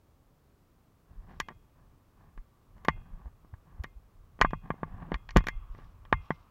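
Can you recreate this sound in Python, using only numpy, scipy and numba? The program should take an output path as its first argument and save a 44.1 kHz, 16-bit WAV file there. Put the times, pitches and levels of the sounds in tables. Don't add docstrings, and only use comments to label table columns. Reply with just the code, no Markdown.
import sys
import numpy as np
from scipy import signal
from scipy.fft import rfft, irfft
from scipy.io import wavfile
from scipy.ndimage import uniform_filter1d
from numba import njit

SR = 44100
rng = np.random.default_rng(int(sys.argv[2]) if len(sys.argv) > 2 else 0)


def unload_audio(sound):
    columns = np.transpose(np.atleast_2d(sound))
    steps = np.round(np.clip(columns, -1, 1) * 32767)
    wavfile.write(sys.argv[1], SR, steps.astype(np.int16))


N = 286650
TIME = np.arange(N) / SR
FREQ = np.fft.rfftfreq(2 * N, 1 / SR) + 1e-3

# start_s, impulse_db, hard_hz, bass_hz, damping, rim_echo_s, rim_share
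CASE_BLOWS = [(1.4005, 0.4, 7660, 1473, 0.59, 0.0014, -0.24), (1.4853, -12.5, 7073, 671, 2.69, 0.001, 0.29),
              (2.8487, -16.5, 10590, 309, 1, 0.0019, 0.83), (2.8839, 11, 4030, 474, 2.8, 0.0015, -0.048),
              (3.538, -29.5, 1600, 150, 1, 0.0012, 0.49), (3.8369, -11.5, 12300, 5243, 1.1, 0.0004, 0.35),
              (3.842, -10.5, 4020, 645, 1.78, 0.00053, 0.32), (4.413, 11, 5900, 966, 1.72, 0.00054, -0.47),
              (4.417, 18, 1360, 4640, 1.16, 0.00065, 0.95), (4.4207, -4, 6500, 1671, 1, 0.00031, 0.47),
              (4.4468, 5.5, 1270, 460, 0.93, 0.0022, -0.31), (4.5323, -2.5, 1170, 102, 1.3, 0.0022, -0.077),
              (4.7033, 1.5, 1360, 173, 1.8, 0.0017, 0.16), (4.831, -1.1, 1140, 157, 1.6, 0.0018, 0.057),
              (5.1182, 5, 2181, 217, 8.2, 0.00082, -0.41), (5.142, -9.5, 3530, 476, 0.5, 0.00087, 0.38),
              (5.2899, -10.5, 3570, 3244, 1.2, 0.0012, 0.62),
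              (5.307, -17, 5200, 3510, 0.33, 0.00058, -0.49), (5.3624, 14, 3450, 49, 5, 0.0011, -0.3),
              (5.3694, 8.5, 7700, 3970, 0.97, 0.00021, -0.39), (5.3806, -6.5, 4800, 111, 1.6, 0.002, 0.15),
              (5.469, -4, 20570, 833, 1.9, 0.00053, 0.61), (5.4847, 14, 6460, 6300, 5.1, 0.00047, 0.41),
              (6.0512, -31.5, 3499, 153, 0.75, 0.00047, -0.8), (6.1263, 14, 2120, 830, 1.98, 0.0024, 0.053),
              (6.305, 1.15, 1550, 34, 1.46, 0.00082, -0.31)]


def case_knocks(slips_per_s=140, spring_db=0.5):
    # start_s, impulse_db, hard_hz
    light_taps = [(2.376, -25, 2600), (2.78, -37, 12000), (3.2, -30, 450), (3.257, -25.5, 1100),
                  (3.447, -27.5, 900), (3.796, -30, 900), (4.39, -22, 2200), (4.405, -13, 1398),
                  (4.507, -24, 12000), (4.741, -18.5, 700), (4.861, -22, 450), (5.129, -13, 1200),
                  (5.157, -24, 4000), (5.358, -8, 1830), (5.387, -14, 10100), (5.406, -16, 2600),
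                  (5.44, -22.5, 9000), (5.748, -26, 2190), (5.787, -22.5, 1300)]
    # start_s, length_s, impulse_db, hard_hz
    gear_drags = [(1.273, 0.076, -33.5, 2300), (1.491, .032, -25, 1570), (2.956, 0.031, -32.5, 1200),
                  (3.255, 0.033, -32, 1100), (4.89, .19, -37.5, 1200), (5.06, .055, -26, 550),
                  (5.771, 0.076, -36.5, 2800)]
    # pitch_hz, gain_db, t60_s
    shell_modes = [(378, 4, 0.0037), (742, 1.5, 0.028), (905, 10.5, 0.042), (1065.6, 11.5, .04),
                   (1160, 11.5, .03), (1390, 3, 0.044), (1511, 5, 0.035), (1670, 8.5, 0.02),
                   (1848, 6.5, 0.027), (1965, 2, 0.03), (2164, -2.5, 0.065), (2335, -2.5, .022),
                   (2880, -3, .026), (3146, -7, 0.014), (3585, -9.5, .02), (4270, -9.5, 0.014),
                   (5090, -13.5, 0.016), (5540, -13, 0.0093), (6100, -18, .025), (6720, -15.5, 0.016),
                   (10970, -17.5, 0.0085), (12000, -20.5, .006), (14818, -27.5, .0035)]
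    # pitch_hz, relative_db, t60_s
    spring_modes = [(2102, 5, .18), (2462, -9, .55), (2503, -6, .55), (2618, -8.5, .5), (2722, -8.5, .55),
                    (2795, -11, .5), (3236, -10.5, .6), (3286, -8.5, .7), (3365, -10, .55),
                    (4420, -23, .24)]
    force = sum(touch(*row) for row in light_taps)
    force += sum(scrape(*row, slips_per_s) for row in gear_drags)
    force += sum(blow(*row) for row in CASE_BLOWS)
    buzz = chatter(force, low_hz=1630, high_hz=3650, db=-3.0, decay_s=0.0049)
    buzz += chatter(force, low_hz=3760, high_hz=7440, db=-11.0, decay_s=0.0075)
    buzz += chatter(force, low_hz=9200, high_hz=13800, db=-5.5, decay_s=0.0044)
    shell = ring(force + buzz, shell_modes, bend=.003 * wander(per_s=9))
    spring = ring(force, spring_modes, bend=.002 * wander(per_s=90))
    return through_wall(shell + arm_boom(force) + undb(spring_db) * spring)


def blow(start_s, db, hard_hz, bass_hz, damping, rim_echo_s, rim_share, cushion=1.64, size=4096):
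    jf = 1j * np.fft.rfftfreq(size, 1 / SR)
    rebound = jf / (jf + bass_hz)
    contact = rebound / (1 + damping * jf / hard_hz + (jf / hard_hz) ** 2)
    give = 1 + jf / (cushion * hard_hz) + (jf / (cushion * hard_hz)) ** 2
    spot = 1 + rim_share * np.exp(-2 * np.pi * jf * rim_echo_s)
    force, start = np.zeros(N + size), int(start_s * SR)
    force[start:start + size // 2] = undb(db) * irfft(contact * spot / give)[:size // 2]
    return force[:N]


def touch(start_s, db, hard_hz):
    return blow(start_s, db, hard_hz, bass_hz=150, damping=2.0,
                rim_echo_s=rng.uniform(0, .0012), rim_share=rng.choice([-1, 1]) * 0.25)


def scrape(start_s, length_s, db, hard_hz, slips_per_s):
    count = int(length_s * slips_per_s) + 1
    along = (np.arange(count) + rng.random(count)) / count
    return sum(np.sqrt(np.sin(np.pi * a)) * touch(start_s + a * length_s, db, hard_hz) for a in along)


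def chatter(force, low_hz, high_hz, db, decay_s):
    band = signal.butter(4, [low_hz, high_hz], "bandpass", fs=SR, output="sos")
    keep = np.exp(-2 / (decay_s * SR))
    energy = signal.lfilter([1 - keep], [1, -keep], signal.sosfilt(band, force + 1e-18) ** 2)
    return undb(db) * np.sqrt(energy) * unit(signal.sosfilt(band, rng.standard_normal(N)))


def arm_boom(force):
    # pitch_hz, gain_db, width_hz
    arm_modes = [(156, 22.5, 25), (202, 12.5, 31)]
    return sum(undb(db) * signal.lfilter(*signal.iirpeak(hz, hz / width, fs=SR), force + 1e-18)
               for hz, db, width in arm_modes)


def through_wall(x):
    # centre_hz, width_hz, delay_s, gain_db
    wall_bands = [(1126, 300, 0.002, 2), (1990, 900, 0.0022, 1.5), (4970, 250, 0.0034, 4.5),
                  (5890, 310, 0.003, -3.5), (7910, 800, 0.0005, -18), (9300, 2000, 0.0031, -5),
                  (12100, 1000, 0, 3.5), (13400, 800, 0.0084, -9.5)]
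    lag_s = sum(delay / (1 + (2 * (FREQ - hz) / width) ** 2) for hz, width, delay, _ in wall_bands)
    phase = 2 * np.pi * np.cumsum(lag_s) * (FREQ[1] - FREQ[0])
    gain = undb(sum(db * np.exp(-(2 * (FREQ - hz) / width) ** 2) for hz, width, _, db in wall_bands))
    return irfft(rfft(x, 2 * N) * gain * np.exp(-1j * phase))[:N]


def mount_slams():
    # start_s, impulse_db
    stop_hits = [(4.414, 12), (5.3636, 23), (5.368, 28)]
    # pitch_hz, gain_db, t60_s
    stop_modes = [(102, 6.5, 0.048), (229, -2, 0.029), (389, -8.5, 0.019)]
    force = np.zeros(N)
    for start_s, db in stop_hits:
        force[int(start_s * SR)] = undb(db)
    return ring(force, stop_modes)


def body_thumps(width_cycles=0.61):
    # centre_s, level_db, pitch_hz
    jolts = [(1.115, -45.5, 60), (1.193, -35.5, 32.2), (2.39, -34.5, 28.2), (2.905, -36.5, 50),
             (2.99, -41, 58.4), (3.137, -34, 32.4), (3.267, -32.5, 52), (3.539, -33.5, 89),
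             (3.806, -27, 66), (3.971, -39.5, 46.5), (4.435, -23.5, 38.4), (4.482, -25, 26.6),
             (5.153, -26, 48.9), (5.378, -9.5, 40.4), (5.568, -27, 30.9), (5.713, -32.5, 31.7),
             (6.18, -38, 35)]
    out = np.zeros(N)
    for centre_s, db, hz in jolts:
        cycles = (TIME - centre_s) * hz
        near = np.abs(cycles) < 4
        envelope = np.exp(-(cycles[near] / width_cycles) ** 2)
        out[near] -= undb(db) * np.sin(2 * np.pi * cycles[near]) * envelope
    return out


def clothing_and_rumble(rub_shake_db=3, knock_shake_db=-42, light_part_hz=900):
    # start_s, length_s, level_db
    rubs = [(1.07, 0.2, -65.5), (1.26, 0.055, -54), (1.74, 0.083, -64), (2.15, 0.13, -62.5),
            (2.73, 0.31, -62.5), (3.03, 0.19, -60.5), (3.64, 0.19, -62.5), (4.6, 0.51, -55),
            (4.89, 0.23, -52.5), (5.74, 0.12, -63)]
    # start_s, length_s, level_db
    swishes = [(1.25, 0.087, -77.5), (5.68, 0.16, -76), (6.19, 0.14, -74.5)]
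    # start_s, length_s, level_db
    movements = [(1.07, 0.43, -51), (1.74, 0.2, -58.5), (2.66, 1.7, -56), (4.4, 1.65, -53)]
    # frequency_hz, relative_db
    cloth_spectrum = [(110, -10), (170, -2), (215, -10), (300, -19), (440, -28), (630, -23.5), (780, -17.5),
                      (950, -20.5), (1150, -17), (1300, -30), (1700, -25), (2200, -38), (3800, -45)]
    nylon_spectrum = [(2500, 1.5), (3700, -3.5), (4700, -8), (5700, -3.5), (6300, -12)]
    rumble_spectrum = [(20, 3), (38, 2.5), (60, -7.5), (100, -5), (145, -13.5)]
    shakes = [(start_s, .01, db + knock_shake_db - 20 * np.log10(1 + bass_hz / light_part_hz))
              for start_s, db, _, bass_hz, *_ in CASE_BLOWS]
    rub = swells(rubs, attack_s=0.036, release_s=0.057)
    swish = swells(swishes, attack_s=0.072, release_s=.09)
    movement = swells(movements, attack_s=0.059, release_s=0.083)
    shake = swells(shakes, attack_s=.01, release_s=0.065)
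    mount_motion = np.sqrt(movement ** 2 + shake ** 2 + (undb(rub_shake_db) * rub) ** 2)
    cloth = friction(cloth_spectrum, spurts_per_s=150, spurt_db=2.6) * rub
    nylon = friction(nylon_spectrum, spurts_per_s=130, spurt_db=3.0) * swish
    rumble = friction(rumble_spectrum, spurts_per_s=22, spurt_db=4.0) * mount_motion
    return cloth + nylon + rumble


def friction(spectrum, spurts_per_s, spurt_db):
    return colour(rng.standard_normal(N) * undb(spurt_db * wander(spurts_per_s)), spectrum)


def open_field(air_db=-64, waver_db=0.5):
    # time_s, level_db
    rush_levels = [(0, -83), (2.6, -76.5), (4.3, -76), (5.3, -70), (5.6, -63.5), (6.0, -71), (6.249, -61.5),
                   (6.5, -69)]
    # frequency_hz, relative_db
    air_spectrum = [(20, 5), (40, 1), (100, 0), (200, -7), (450, -13.5), (1270, -23), (2300, -31),
                    (10000, -38), (13500, -35), (20000, -29.5)]
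    rush_spectrum = [(500, -16.0), (900, -6.5), (1150, 0.5), (1400, -10.5), (1900, -18.0), (3000, -16.5)]
    rush = colour(rng.standard_normal(N), rush_spectrum)
    air = colour(rng.standard_normal(N), air_spectrum) * undb(air_db)
    rush_db = np.interp(TIME, *np.transpose(rush_levels)) - waver_db * wander(per_s=3.6)
    return air + rush * undb(rush_db)


def ring(force, modes, bend=0):
    out = np.zeros(N)
    for k, (hz, db, t60_s) in enumerate(modes):
        turn = 2 * np.pi * hz / SR * (np.ones(N) + (-1) ** k * bend)
        out += undb(db) * resonate(force, turn, np.log(1000) / (t60_s * SR))
    return out


@njit
def resonate(force, turn, decay):
    out = np.empty(len(force))
    keep = np.exp(-decay)
    last, before = 0., 0.
    for i in range(len(force)):
        drive = 2 * decay * np.sin(turn[i]) * force[i]
        out[i] = drive + 2 * keep * np.cos(turn[i]) * last - keep * keep * before + 1e-18
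        last, before = out[i], last
    return out


def swells(gestures, attack_s, release_s):
    power = np.zeros(N)
    for start_s, length_s, db in gestures:
        rise = np.clip((TIME - start_s) / attack_s, 0, 1)
        fall = np.exp(-np.maximum(TIME - start_s - length_s, 0) / release_s)
        power += (undb(db) * rise * fall) ** 2
    return np.sqrt(power)


def colour(x, spectrum):
    hz, db = np.transpose(spectrum)
    gain = undb(np.interp(np.log(FREQ), np.log(hz), db))
    skirts = (1 + (hz[0] / FREQ) ** 8) * (1 + (FREQ / hz[-1]) ** 8)
    return unit(irfft(rfft(x, 2 * N) * gain / skirts)[:N])


def wander(per_s):
    hold = int(SR / per_s)
    steps = np.repeat(rng.standard_normal(N // hold + 1), hold)
    return unit(uniform_filter1d(uniform_filter1d(steps, hold), hold)[:N])


def undb(db):
    return 10 ** (np.asarray(db) / 20)


def unit(x):
    return x / np.sqrt(np.mean(x ** 2))


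def scene():
    return (body_thumps() - case_knocks() - mount_slams() + clothing_and_rumble() + open_field())[None]


def record(dry, low_cut_hz=12, top_hz=15800):
    dry = signal.sosfilt(signal.butter(1, low_cut_hz, "highpass", fs=SR, output="sos"), dry)
    return signal.sosfilt(signal.ellip(10, .2, 70, top_hz, fs=SR, output="sos"), dry)


dry = scene()
out = record(dry)
unload_audio(out)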